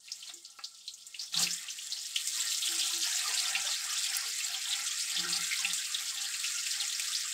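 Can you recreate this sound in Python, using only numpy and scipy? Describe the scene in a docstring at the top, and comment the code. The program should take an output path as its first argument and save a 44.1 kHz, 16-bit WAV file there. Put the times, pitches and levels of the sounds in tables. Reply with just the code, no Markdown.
"""Deep-frying in a steel wok

Battered pieces fry on a kitchen stove, stirred with a slotted ladle. Bubbles pop in calm oil,
then the food slides in with a burst and the sizzle swells. Fizz, boil and gurgle are swarms of
short decaying rings with echoes; larger pops, gulps and spits come one by one over a noise haze.
Ladle strokes stir up gurgles, scrapes and hums from resonant modes; filtered noise is the room tone."""
import sys
import numpy as np
from scipy import signal
from scipy.io import wavfile

SR = 44100
rng = np.random.default_rng(int(sys.argv[2]) if len(sys.argv) > 2 else 0)


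def inscribe(sig):
    """Save sig as 16-bit PCM at rate SR to the path in sys.argv[1].

    A 1-D sig is mono; a 2-D sig holds one channel per row.
    Samples are clipped to [-1, 1] before scaling.
    """
    pcm = np.round(np.clip(np.atleast_2d(sig).T, -1, 1) * 32767)
    wavfile.write(sys.argv[1], SR, pcm.astype(np.int16))


N = 323253
TIME = np.arange(N) / SR  # s

# kitchen rumble: [t/s, level/dB], and its colour: [f/Hz, level/dB]
ROOM_LEVEL = [(0, -81), (0.8, -81.5), (1.2, -77.5), (1.5, -75), (7.33, -71)]
ROOM_COLOUR = [(20, -8), (55, -7), (95, 8.5), (140, -11), (176, 7.5), (220, 1), (400, -0.5), (700, 0),
               (1100, -1), (1600, -0.5), (6000, -71)]

# ladle bearing on the wok: [start t/s, length t/s, lowest mode level/dB, second mode level/dB]
RUBS = [(0.063, 0.25, -86, -92), (0.341, 0.044, -100, -67.5), (1.371, 0.075, -50, -70),
        (1.48, 0.052, -61, -83), (2.701, 0.072, -79, -57), (2.833, 0.026, -90, -68),
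        (2.943, 0.062, -85, -57), (3.55, 0.044, -67.5, -89), (5.192, 0.013, -52, -59),
        (5.243, 0.03, -60, -54), (5.302, 0.015, -52, -60), (5.394, 0.028, -58, -68),
        (5.653, 0.065, -60, -98)]
# the two modes it sets humming: [f/Hz, width f/Hz]
RUB_MODES = [(176, 5.4), (336, 32)]
RUB_ATTACK_S, RUB_RELEASE_S = 0.032, 0.067  # time to rise and to fall by 20 dB

# strokes of the ladle: [start t/s, length t/s, gurgle level/dB, scrape level/dB], before each layer's trim
STROKES = [(0.076, 0.11, -75, -73), (0.285, 0.025, -65, -79), (0.49, 0.083, -103, -70.5),
           (1.218, 0.034, -64, -70), (1.64, 0.037, -61, -70), (1.922, 0.065, -68, -64),
           (2.397, 0.084, -63.5, -75), (2.696, 0.28, -59, -60.5), (3.06, 0.31, -50.5, -64),
           (3.41, 0.32, -50, -52.5), (3.802, 0.19, -60, -58), (4.103, 0.15, -54, -54),
           (4.46, 0.087, -60.5, -55.5), (4.712, 0.12, -56, -52), (5.125, 0.28, -59, -50),
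           (5.627, 0.085, -59, -55), (6.015, 0.04, -65, -55.5), (6.138, 0.12, -65, -56.5),
           (6.772, 0.068, -68, -55), (7.0, 0.032, -77, -61)]
STROKE_ATTACK_S, STROKE_RELEASE_S = 0.074, 0.043  # time to rise and to fall by 20 dB
# colour of the gurgle: [f/Hz, level/dB]
GURGLE_COLOUR = [(200, -14), (450, -9), (530, -14.5), (620, -8.5), (780, 10), (900, -12.5), (1020, 4),
                 (1120, -4), (1400, -4), (2500, -57)]

# wok modes that sing: [f/Hz, level/dB before tilt, t60 t/s]
SINGING_MODES = [(802.4, -1.5, 0.14), (1010, -11, 0.14), (1170, -9.5, 0.06), (1350, 5, 0.12),
                 (1860, -0.5, 0.044), (2140, -2, 0.089)]
STEEL_WAVER_DB = 5.5  # spread of each mode's swelling and fading under the bubbles
# wok modes rung by a knock: [f/Hz, level/dB, t60 t/s]
KNOCK_MODES = [(690, -10, 0.051), (798, 3.5, 0.086), (1210, 6.5, 0.048), (1344, 11.5, 0.05),
               (1660, 2, 0.12), (1870, 17, 0.0093), (2220, -4, 0.26), (2650, 15.5, 0.019)]
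# ladle knocking on the wok: [t/s, peak level/dB of the ring]
KNOCKS = [(0.294, -43.5), (0.5885, -35.5), (1.338, -37)]
# blade modes of the ladle: [f/Hz, level/dB, t60 t/s]
LADLE_MODES = [(6700, -3, 0.02), (7500, -1, 0.022), (8150, -2, 0.018), (10890, -7.5, 0.045)]
# the ladle's rim skids on the steel with a thin ting
TING_S, TING_DB, SKID_S = 4.1662, -20, 0.004
# wok resonances laid over every coloured sound: [f/Hz, width f/Hz, boost level/dB]
WOK_RESONANCES = [(810, 26, 3.5), (1190, 38, 3), (1342, 55, 3), (1880, 110, 2), (2052, 38, 2),
                  (2136, 43, 3.5), (2680, 48, 2.5), (3390, 60, 3), (3580, 80, 2), (3754, 65, 3),
                  (4147, 70, 2), (4295, 22, 3.5), (5156, 32, 3), (7516, 80, 2)]

# colour of the crumbs' crackle: [f/Hz, level/dB]
CRUMB_COLOUR = [(1500, -27), (2500, -24), (3300, -5), (8700, -1), (9300, -7), (12800, -15), (15300, -12)]
# sharp spits of oil: [t/s, peak level/dB], and their colour: [f/Hz, level/dB]
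SPITS = [(2.1609, -18.5), (2.2738, -13), (2.3665, -19), (2.4208, -19), (5.7339, -12.5), (5.9455, -21),
         (6.9972, -15)]
SPIT_COLOUR = [(800, -20.5), (2500, -7), (5000, 7), (8500, 10.5), (9500, -1), (12000, -6), (15500, -5)]
# largest pockets of steam gulping under food and ladle: [t/s, peak level/dB, pitch f/Hz]
GULPS = [(1.375, -47, 1135), (1.4, -47, 1030), (2.375, -53, 1004), (2.785, -58, 730), (2.725, -55, 735),
         (2.9, -53, 1000), (3.055, -57, 700), (3.15, -53, 720), (3.225, -56, 700), (3.275, -57, 447),
         (3.29, -55, 693), (3.3, -46.5, 1000), (3.335, -61, 557), (3.41, -55, 754), (3.46, -50, 990),
         (3.49, -58, 608), (3.56, -57, 690), (3.645, -49.5, 593), (3.69, -56, 607), (3.85, -58, 980),
         (4.22, -48, 1094), (4.23, -59, 690), (4.25, -62, 443), (4.49, -53.5, 698), (4.535, -52.5, 762),
         (4.55, -59, 1010), (4.665, -54, 966), (5.591, -46, 1050), (5.615, -57, 930), (5.645, -50, 796),
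         (6.12, -55, 1060), (6.225, -59, 795)]
# largest bubbles bursting: [t/s, level/dB of the onset before trim and colour, pitch f/Hz]
POPS = [(0.083, -39, 2710), (0.118, -25, 5150), (0.2266, -33.5, 3200), (0.2733, -35.5, 4200),
        (0.292, -33.5, 3540), (0.338, -33, 6860), (0.4493, -35.5, 4500), (0.639, -29, 4360),
        (0.645, -29, 4470), (0.811, -46, 3500), (0.8787, -27, 4000), (0.938, -34.5, 6640),
        (1.0668, -34.5, 7500), (1.144, -31.5, 2760), (1.194, -25.5, 4570), (1.212, -28.5, 5170),
        (1.2323, -30.5, 5500), (1.323, -37, 4300), (1.342, -21.5, 3730), (1.3733, -17.5, 4230),
        (1.395, -21.5, 6840), (1.429, -18, 4500), (1.468, -23, 2650), (1.507, -22.5, 5400),
        (1.532, -23, 7200), (1.684, -29, 2980), (1.702, -28.5, 5940), (1.787, -32, 2900),
        (1.9025, -31, 6100), (1.9224, -23, 4240), (2.055, -31, 5200), (2.16, -17.5, 2950),
        (2.471, -25, 4840), (2.5007, -28, 7400), (2.521, -23, 3770), (2.623, -23, 3500), (2.659, -25, 7600),
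        (2.7944, -25, 4620), (2.829, -26, 3500), (2.9328, -24, 3900), (3.033, -28, 3010),
        (3.278, -23.5, 4580), (3.34, -28, 2690), (3.375, -21, 4000), (3.391, -21, 4400), (3.455, -24, 3430),
        (3.5508, -18, 2610), (3.669, -24.5, 3480), (3.736, -25, 3850), (3.904, -25, 5360),
        (3.968, -27.5, 3440), (4.063, -24.5, 3540), (4.384, -27, 7650), (4.404, -28, 2640),
        (4.544, -26, 3120), (4.654, -28, 3580), (4.709, -24.5, 3770), (4.728, -20.5, 3530),
        (4.91, -28, 3240), (4.9973, -26, 4520), (5.164, -22.5, 3260), (5.1933, -23.5, 4600),
        (5.3292, -19, 4450), (5.359, -24.5, 4550), (5.442, -30, 3460), (5.5112, -24, 2220),
        (5.5274, -23.5, 2120), (5.574, -27.5, 4580), (5.6468, -17.5, 2720), (5.7, -26, 3500),
        (5.9452, -20, 3700), (6.173, -28, 3520), (6.339, -29, 2600), (6.4416, -24, 2780),
        (6.664, -28, 2620), (6.709, -25, 5260), (6.802, -23, 4000), (6.82, -28, 3100), (6.8785, -25, 6760),
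        (6.948, -24.5, 5260), (6.996, -26.5, 2480), (7.131, -27, 3600), (7.1497, -20.5, 4580)]
# colour of pops and knock ticks: [f/Hz, level/dB]
POP_COLOUR = [(1000, -1.5), (8800, -0.5), (9300, -12), (15000, 0)]

# larger bubbles round the food: [t/s, level/dB], and their colour: [f/Hz, level/dB]
BOILING = [(1.3, -92), (1.38, -46.5), (1.7, -55.5), (2.0, -62.5), (2.3, -52), (2.44, -47), (2.53, -56),
           (2.7, -47.5), (3.0, -53), (3.15, -48), (4.2, -44.5), (4.35, -49), (4.45, -47.5), (5.0, -46),
           (5.8, -45.5), (6.25, -50), (6.55, -46.5), (7.33, -47)]
BOIL_COLOUR = [(600, -25), (980, -17), (1200, 1), (1550, 5.5), (2100, 7), (2700, 7), (3300, -1),
               (4000, -21), (8000, -45)]
BOIL_GUSH_DB = 6  # how unevenly the largest of them come
# how hard the oil works: [t/s, level/dB of the fizz before trim]
FRYING = [(0.0, -66.5), (0.06, -52.5), (0.3, -49), (0.4, -58), (0.75, -55.5), (1.05, -54.5), (1.23, -48.5),
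          (1.29, -51), (1.34, -49), (1.43, -38.5), (1.75, -44), (2.12, -41), (2.3, -36), (2.63, -33.3),
          (2.88, -32.3), (3.2, -34.5), (3.8, -36), (4.1, -36), (4.59, -37), (5.41, -35), (6.0, -37.5),
          (6.65, -36), (7.33, -37)]
# colour of the fizz: [f/Hz, level/dB]
FIZZ_COLOUR = [(1000, -74), (2200, -15.5), (2650, -9), (3100, -3), (3600, -3), (5100, -0.5), (6200, -3),
               (7400, 0.5), (8850, -4), (9200, -13.5), (10400, -12), (11500, -17.5), (12700, -13.5),
               (13900, -20), (15300, -12.5)]

# wet batter slides in: the burst starts at once, swells to its top and dies away
PLUNGE_S, PLUNGE_SWELL_S = 1.324, 0.098
PLUNGE_RISE_DB_PER_S, PLUNGE_FALL_DB_PER_S = 168, 235
EDGE_HZ = 15700  # top of the audible band


def gain_of(db):
    """Decibels to amplitude."""
    return 10 ** (np.asarray(db) / 20)


def evened(x):
    """Scales to an rms of one."""
    return x / np.sqrt(np.mean(x ** 2) + 1e-20)


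def level(rows):
    """Gain over time from a dB curve."""
    return gain_of(np.interp(TIME, *np.transpose(rows)))


def add(mix, s, sound):
    """Mixes a sound in at a time."""
    part = mix[max(round(s * SR), 0):][:len(sound)]
    part += sound[:len(part)]


def coloured(x, points, size=4096):
    """Minimum-phase filter with a given spectrum plus the resonances of the wok."""
    hz = abs(np.fft.fftfreq(size, 1 / SR))
    f, colour_db = np.transpose(points)
    db = np.interp(np.log(hz + 1), np.log(f), colour_db)
    for centre, width, boost in WOK_RESONANCES:
        db = db + boost / (1 + (2 * (hz - centre) / width) ** 2)
    log_spectrum = np.conj(signal.hilbert(np.log(gain_of(db))))
    taps = np.fft.ifft(np.exp(log_spectrum)).real
    return signal.oaconvolve(x, taps)[:len(x)]


def echoes(near_db, room_db, near_t60=0.059, room_t60=0.2, size=8000):
    """Direct sound, quick reflections from the wok and wall, then the kitchen's tail."""
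    t = np.arange(size) / SR
    sparse = rng.standard_normal((2, size)) * (rng.random((2, size)) < .12) * (t > .0007)
    near = sparse[0] * 1e-3 ** (t / near_t60)
    room = sparse[1] * 1e-3 ** (t / room_t60)
    near = gain_of(near_db) * near / np.linalg.norm(near)
    room = gain_of(room_db) * room / np.linalg.norm(room)
    return (t == 0) + near + room


def bubble(hz, cycles, rise=0.025):
    """A bursting bubble: its cavity swells into a decaying ring, rising in pitch as it opens."""
    age = np.arange(0, 10, hz / cycles / SR)
    phase = 2 * np.pi * cycles * (age + rise * age ** 2 / 2)
    ring = age * np.exp(-age) * np.sin(phase)
    return ring / np.linalg.norm(ring)


def bursts(per_s, spread_db, limit=4):
    """Random impulses: many small ones and a few large."""
    draws, train = rng.random((int(per_s * N / SR), 3)), np.zeros(N)
    size = gain_of(spread_db * np.minimum(-np.log(1 - draws[:, 1]), limit))
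    train[(draws[:, 0] * N).astype(int)] = size * np.sign(draws[:, 2] - .5)
    return train


def surge(depth_db, per_s):
    """Uneven gushes: a random gain that wanders smoothly in dB."""
    knots = rng.standard_normal(2000)
    return gain_of(depth_db * np.interp(TIME * per_s, np.arange(len(knots)), knots))


def swarm(per_s, spread_db, cycles, low_hz, high_hz, near_db, room_db,
          gush_db=0, gush_per_s=10, count=28):
    """Bubbles of many sizes, each size with its own echoes and gushes, the largest most unevenly."""
    out = np.zeros(N)
    for hz in np.linspace(low_hz, high_hz, count):
        grain = evened(signal.fftconvolve(bubble(hz, cycles), echoes(near_db, room_db)))
        gushes = surge(gush_db * (low_hz / hz) ** .8, gush_per_s)
        train = bursts(per_s / count, spread_db) * evened(gushes)
        out += signal.oaconvolve(train, grain)[:N]
    return evened(out)


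def scatter(drive, over_db, spread_db, low_hz, high_hz, count):
    """Chance bubbles (t/s, level/dB, pitch f/Hz), one per equal stretch, their level following a drive."""
    when, size, pitch = rng.random((count, 3)).T
    s = (np.arange(count) + when) * N / SR / count
    db = 20 * np.log10(np.interp(s, TIME, drive)) + over_db - spread_db * size
    return list(zip(s, db, low_hz * (high_hz / low_hz) ** pitch))


def gesture(start, length, attack_s, release_s):
    """Gain over time of one move of the ladle: it rises, holds and dies away."""
    early = np.maximum(start - TIME, 0)
    late = np.maximum(TIME - start - length, 0)
    return gain_of(-20 * np.minimum(early / attack_s + late / release_s, 10))


def stirring(axis):
    """How strongly the ladle moves the oil (axis 0) or scrapes the steel (axis 1)."""
    power = np.zeros(N)
    for s, length, *dbs in STROKES:
        power += (gain_of(dbs[axis]) * gesture(s, length, STROKE_ATTACK_S, STROKE_RELEASE_S)) ** 2
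    return np.sqrt(power)


def bearing(axis):
    """How strongly the ladle drives one of the wok's two low modes."""
    return sum(gain_of(dbs[axis]) * gesture(s, length, RUB_ATTACK_S, RUB_RELEASE_S)
               for s, length, *dbs in RUBS)


def plunge():
    """Gain over time of the burst as the batter goes in, one at its top."""
    past_top = TIME - PLUNGE_S - PLUNGE_SWELL_S
    db = np.minimum(PLUNGE_RISE_DB_PER_S * past_top, -PLUNGE_FALL_DB_PER_S * past_top)
    return (TIME > PLUNGE_S) * gain_of(db)


def kitchen():
    """The faint rumble of the stove and the room, as coloured noise."""
    return evened(coloured(rng.standard_normal(N), ROOM_COLOUR)) * level(ROOM_LEVEL)


def thuds(thud_db=-12, low_hz=65, high_hz=300):
    """The wok jostles on its stand whenever the ladle bears on it: low-passed random knocks."""
    band = signal.butter(2, [low_hz, high_hz], "band", fs=SR, output="sos")
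    jostle = evened(signal.sosfilt(band, bursts(per_s=380, spread_db=5.5)))
    return gain_of(thud_db) * jostle * bearing(axis=0)


def rubs(judder=0.27, slip_band=(.72, 1.3)):
    """Friction of the ladle keeps two low modes of the wok humming unevenly."""
    out = np.zeros(N)
    for k, (hz, width) in enumerate(RUB_MODES):
        # irregular slips make the phase of the mode wander
        r = np.exp(-np.pi * width / SR)
        noise = rng.standard_normal(N) + 1j * rng.standard_normal(N)
        drift = signal.lfilter([1], np.poly([r, r]), noise)
        steadied = drift / (abs(drift) + abs(drift).mean() / 10)
        hum = evened((steadied * np.exp(2j * np.pi * hz * TIME)).real)
        band = signal.butter(2, hz * np.array(slip_band), "band", fs=SR, output="sos")
        slips = signal.sosfilt(band, bursts(per_s=310, spread_db=2.5))
        out += (hum + judder * evened(slips)) * bearing(axis=k)
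    return out


def steel(tilt_db, waver_db, size=6000):
    """Countless small taps keep the wok's modes ringing, each wavering by itself; tilt is per octave."""
    t, out = np.arange(size) / SR, np.zeros(N)
    for hz, db, t60 in SINGING_MODES:
        ring = gain_of(-60 * t / t60) * np.sin(2 * np.pi * hz * t)
        tapped = signal.oaconvolve(bursts(per_s=400, spread_db=3), ring)[:N]
        ringing = evened(tapped * surge(waver_db, per_s=11))
        out += gain_of(db + tilt_db * np.log2(hz / SINGING_MODES[0][0])) * ringing
    return evened(out)


def singing(singing_db=-22, scrape_db=-2):
    """The wok sings faintly under the bursting bubbles, and lower and louder where the ladle scrapes it."""
    bubbled = gain_of(singing_db) * level(FRYING) * steel(tilt_db=12, waver_db=STEEL_WAVER_DB)
    waves = evened(surge(depth_db=2, per_s=14))
    scraped = gain_of(scrape_db) * stirring(axis=1) * steel(tilt_db=-2.0, waver_db=2.0)
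    return bubbled * waves + scraped


def knocks(tick_db=1, contact_s=0.0006, size=12000):
    """The ladle's edge ticks on the steel and rings the wok, damped by the oil."""
    out, t = np.zeros(N), np.arange(size) / SR
    for s, peak_db in KNOCKS:
        ring = np.zeros(size)
        for hz, db, t60 in KNOCK_MODES:
            ring += gain_of(db) * 1e-3 ** (t / t60) * np.sin(2 * np.pi * (hz * t + rng.random()))
        ring = signal.fftconvolve(ring * np.minimum(t / contact_s, 1), echoes(near_db=-2, room_db=1))
        tick = coloured(echoes(near_db=-4, room_db=-12), POP_COLOUR)
        add(out, s, gain_of(peak_db) * ring / abs(ring).max())
        add(out, s, gain_of(peak_db + tick_db) * tick / abs(tick).max())
    return out


def ting(skid_db=1.5, size=6000):
    """A short skid of tiny slips rings the thin blade of the ladle."""
    out, t = np.zeros(N), np.arange(size) / SR
    slips = rng.standard_normal(size) * t / SKID_S * np.exp(-2 * t / SKID_S)
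    hiss = np.diff(slips, prepend=0)  # differencing brightens the slips
    ring = np.zeros(size)
    for hz, db, t60 in LADLE_MODES:
        ring += gain_of(db - 60 * t / t60) * np.sin(2 * np.pi * (hz * t + rng.random()))
    ring = ring * np.minimum(t / SKID_S, 1)
    blade = ring / abs(ring).max() + gain_of(skid_db) * hiss / abs(hiss).max()
    add(out, TING_S, gain_of(TING_DB) * blade)
    return out


def stir(ladle, stir_db=-6.5, plunge_db=-51):
    """Oil gurgles through the holes of the sliding ladle, and as the batter goes in."""
    gurgle = swarm(per_s=480, spread_db=2.6, cycles=11, low_hz=590, high_hz=1260,
                   near_db=-6, room_db=5, gush_db=5.5, gush_per_s=13, count=16)
    strength = np.hypot(gain_of(stir_db) * ladle, gain_of(plunge_db) * plunge())
    return evened(coloured(gurgle, GURGLE_COLOUR)) * strength


def crumbs(crumb_db=-61):
    """Stray crumbs of batter crackle one by one at a steady level, heard while the oil is still calm."""
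    crackle = swarm(per_s=130, spread_db=5.5, cycles=0.5, low_hz=3800, high_hz=9000,
                    near_db=2, room_db=-8, count=10)
    return gain_of(crumb_db) * evened(coloured(crackle, CRUMB_COLOUR))


def spits():
    """Water droplets explode in the oil with a single sharp click."""
    out = np.zeros(N)
    for s, db in SPITS:
        click = coloured(echoes(near_db=0.5, room_db=-1, near_t60=0.06), SPIT_COLOUR)
        add(out, s, gain_of(db) * click / abs(click).max())
    return out


def sinking(first_s=1.355, gap_s=0.0059, first_db=-51, fade_db=1.03,
            top_hz=850, fall=0.06, scatter_share=0.24, count=17):
    """Sinking batter traps ever larger pockets: a ragged falling run (t/s, peak level/dB, pitch f/Hz)."""
    rows = []
    for k, (late, off) in enumerate(rng.uniform(-0.99, 1, (count, 2))):
        hz = top_hz * np.exp(scatter_share * off - k * fall)
        rows.append((first_s + (k + late) * gap_s, first_db - k * fade_db, hz))
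    return rows


def gulps(ladle, cycles=8):
    """Big pockets of steam wobble free with a low blip; lesser ones follow the ladle."""
    out = np.zeros(N)
    lesser = scatter(ladle, over_db=1.5, spread_db=6.0, low_hz=696, high_hz=1083, count=60)
    for s, db, hz in GULPS + sinking() + lesser:
        blip = bubble(hz, cycles, rise=0.0029)
        blip = signal.fftconvolve(blip, echoes(near_db=-7.5, room_db=-3.5))
        add(out, s, gain_of(db) * blip / abs(blip).max())
    return out


def pops(pop_db=-9, fade_db=3.5, crack=0.9, cycles=1.7, gap=0.003,
         detuning=0.088, climb=0.033, count=4, size=440):
    """A large bubble cracks open and sets off its neighbours: a quick cluster of rings climbing in pitch."""
    out = np.zeros(N)
    # lesser pops follow the fizz
    lesser = scatter(level(FRYING), over_db=4, spread_db=7, low_hz=3430, high_hz=7950, count=36)
    for s, db, hz in POPS + lesser:
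        pop = np.zeros(SR // 4)
        for k, (late, detune) in enumerate(rng.uniform(-1, 1, (count, 2))):
            ring_hz = hz * (1 + climb * (k - 1) + detuning * k * detune)
            ring = np.pad(bubble(ring_hz, cycles), (0, 128))
            add(ring, 0, crack * bubble(0.86 * hz, 0.17))
            ring = signal.fftconvolve(ring, echoes(near_db=1.5, room_db=-2.5))
            add(pop, gap * (k + late / 2 * (k > 0)), gain_of(-fade_db * k) * ring)
        # the cavity radiates little below its own pitch
        pop = signal.sosfilt(signal.butter(8, .74 * hz, "high", fs=SR, output="sos"), pop)
        # its strength is the power of the first hundredth of a second
        add(out, s, gain_of(db + pop_db) * pop / pop[:size].std())
    return coloured(out, POP_COLOUR)


def boil(ladle, stirred_db=5, plunge_db=-42):
    """Larger bubbles around the food come in waves as the batter heats; the ladle shakes more loose."""
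    large = swarm(per_s=2600, spread_db=2.6, cycles=3.23, low_hz=1165, high_hz=4000,
                  near_db=2, room_db=2.5, gush_db=BOIL_GUSH_DB, gush_per_s=20, count=20)
    drives = [level(BOILING), gain_of(stirred_db) * ladle, gain_of(plunge_db) * plunge()]
    return evened(coloured(large, BOIL_COLOUR)) * np.linalg.norm(drives, axis=0)


def fizz(tick_db=-8.0, haze_db=-6, fizz_db=0.18, plunge_db=-27):
    """Small bubbles and dry ticks over a noise haze of countless tiny ones."""
    small = swarm(per_s=2600, spread_db=4.4, cycles=1.53, low_hz=2370, high_hz=13630,
                  near_db=1, room_db=0.5, gush_db=3, gush_per_s=54, count=44)
    haze = gain_of(haze_db) * rng.standard_normal(N)
    ticks = gain_of(tick_db) * evened(bursts(per_s=420, spread_db=5.0))
    froth = (small + haze + ticks) * surge(depth_db=1.3, per_s=60) * surge(depth_db=.5, per_s=9)
    strength = np.hypot(gain_of(fizz_db) * level(FRYING), gain_of(plunge_db) * plunge())
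    return evened(coloured(froth, FIZZ_COLOUR)) * strength


def scene():
    """Room, ladle work and frying oil summed to one channel."""
    ladle = stirring(axis=0)
    handling = thuds() + rubs() + knocks() + ting() + stir(ladle)
    oil = singing() + crumbs() + spits() + gulps(ladle) + pops() + boil(ladle) + fizz()
    return (kitchen() + handling + oil)[None]


def record(dry):
    """Cuts the treble above the band edge with a steep linear-phase low-pass."""
    taps = signal.firwin(511, EDGE_HZ, window=("kaiser", 9), fs=SR)
    return signal.oaconvolve(dry, taps[None], "same")


dry = scene()
out = record(dry)
inscribe(out)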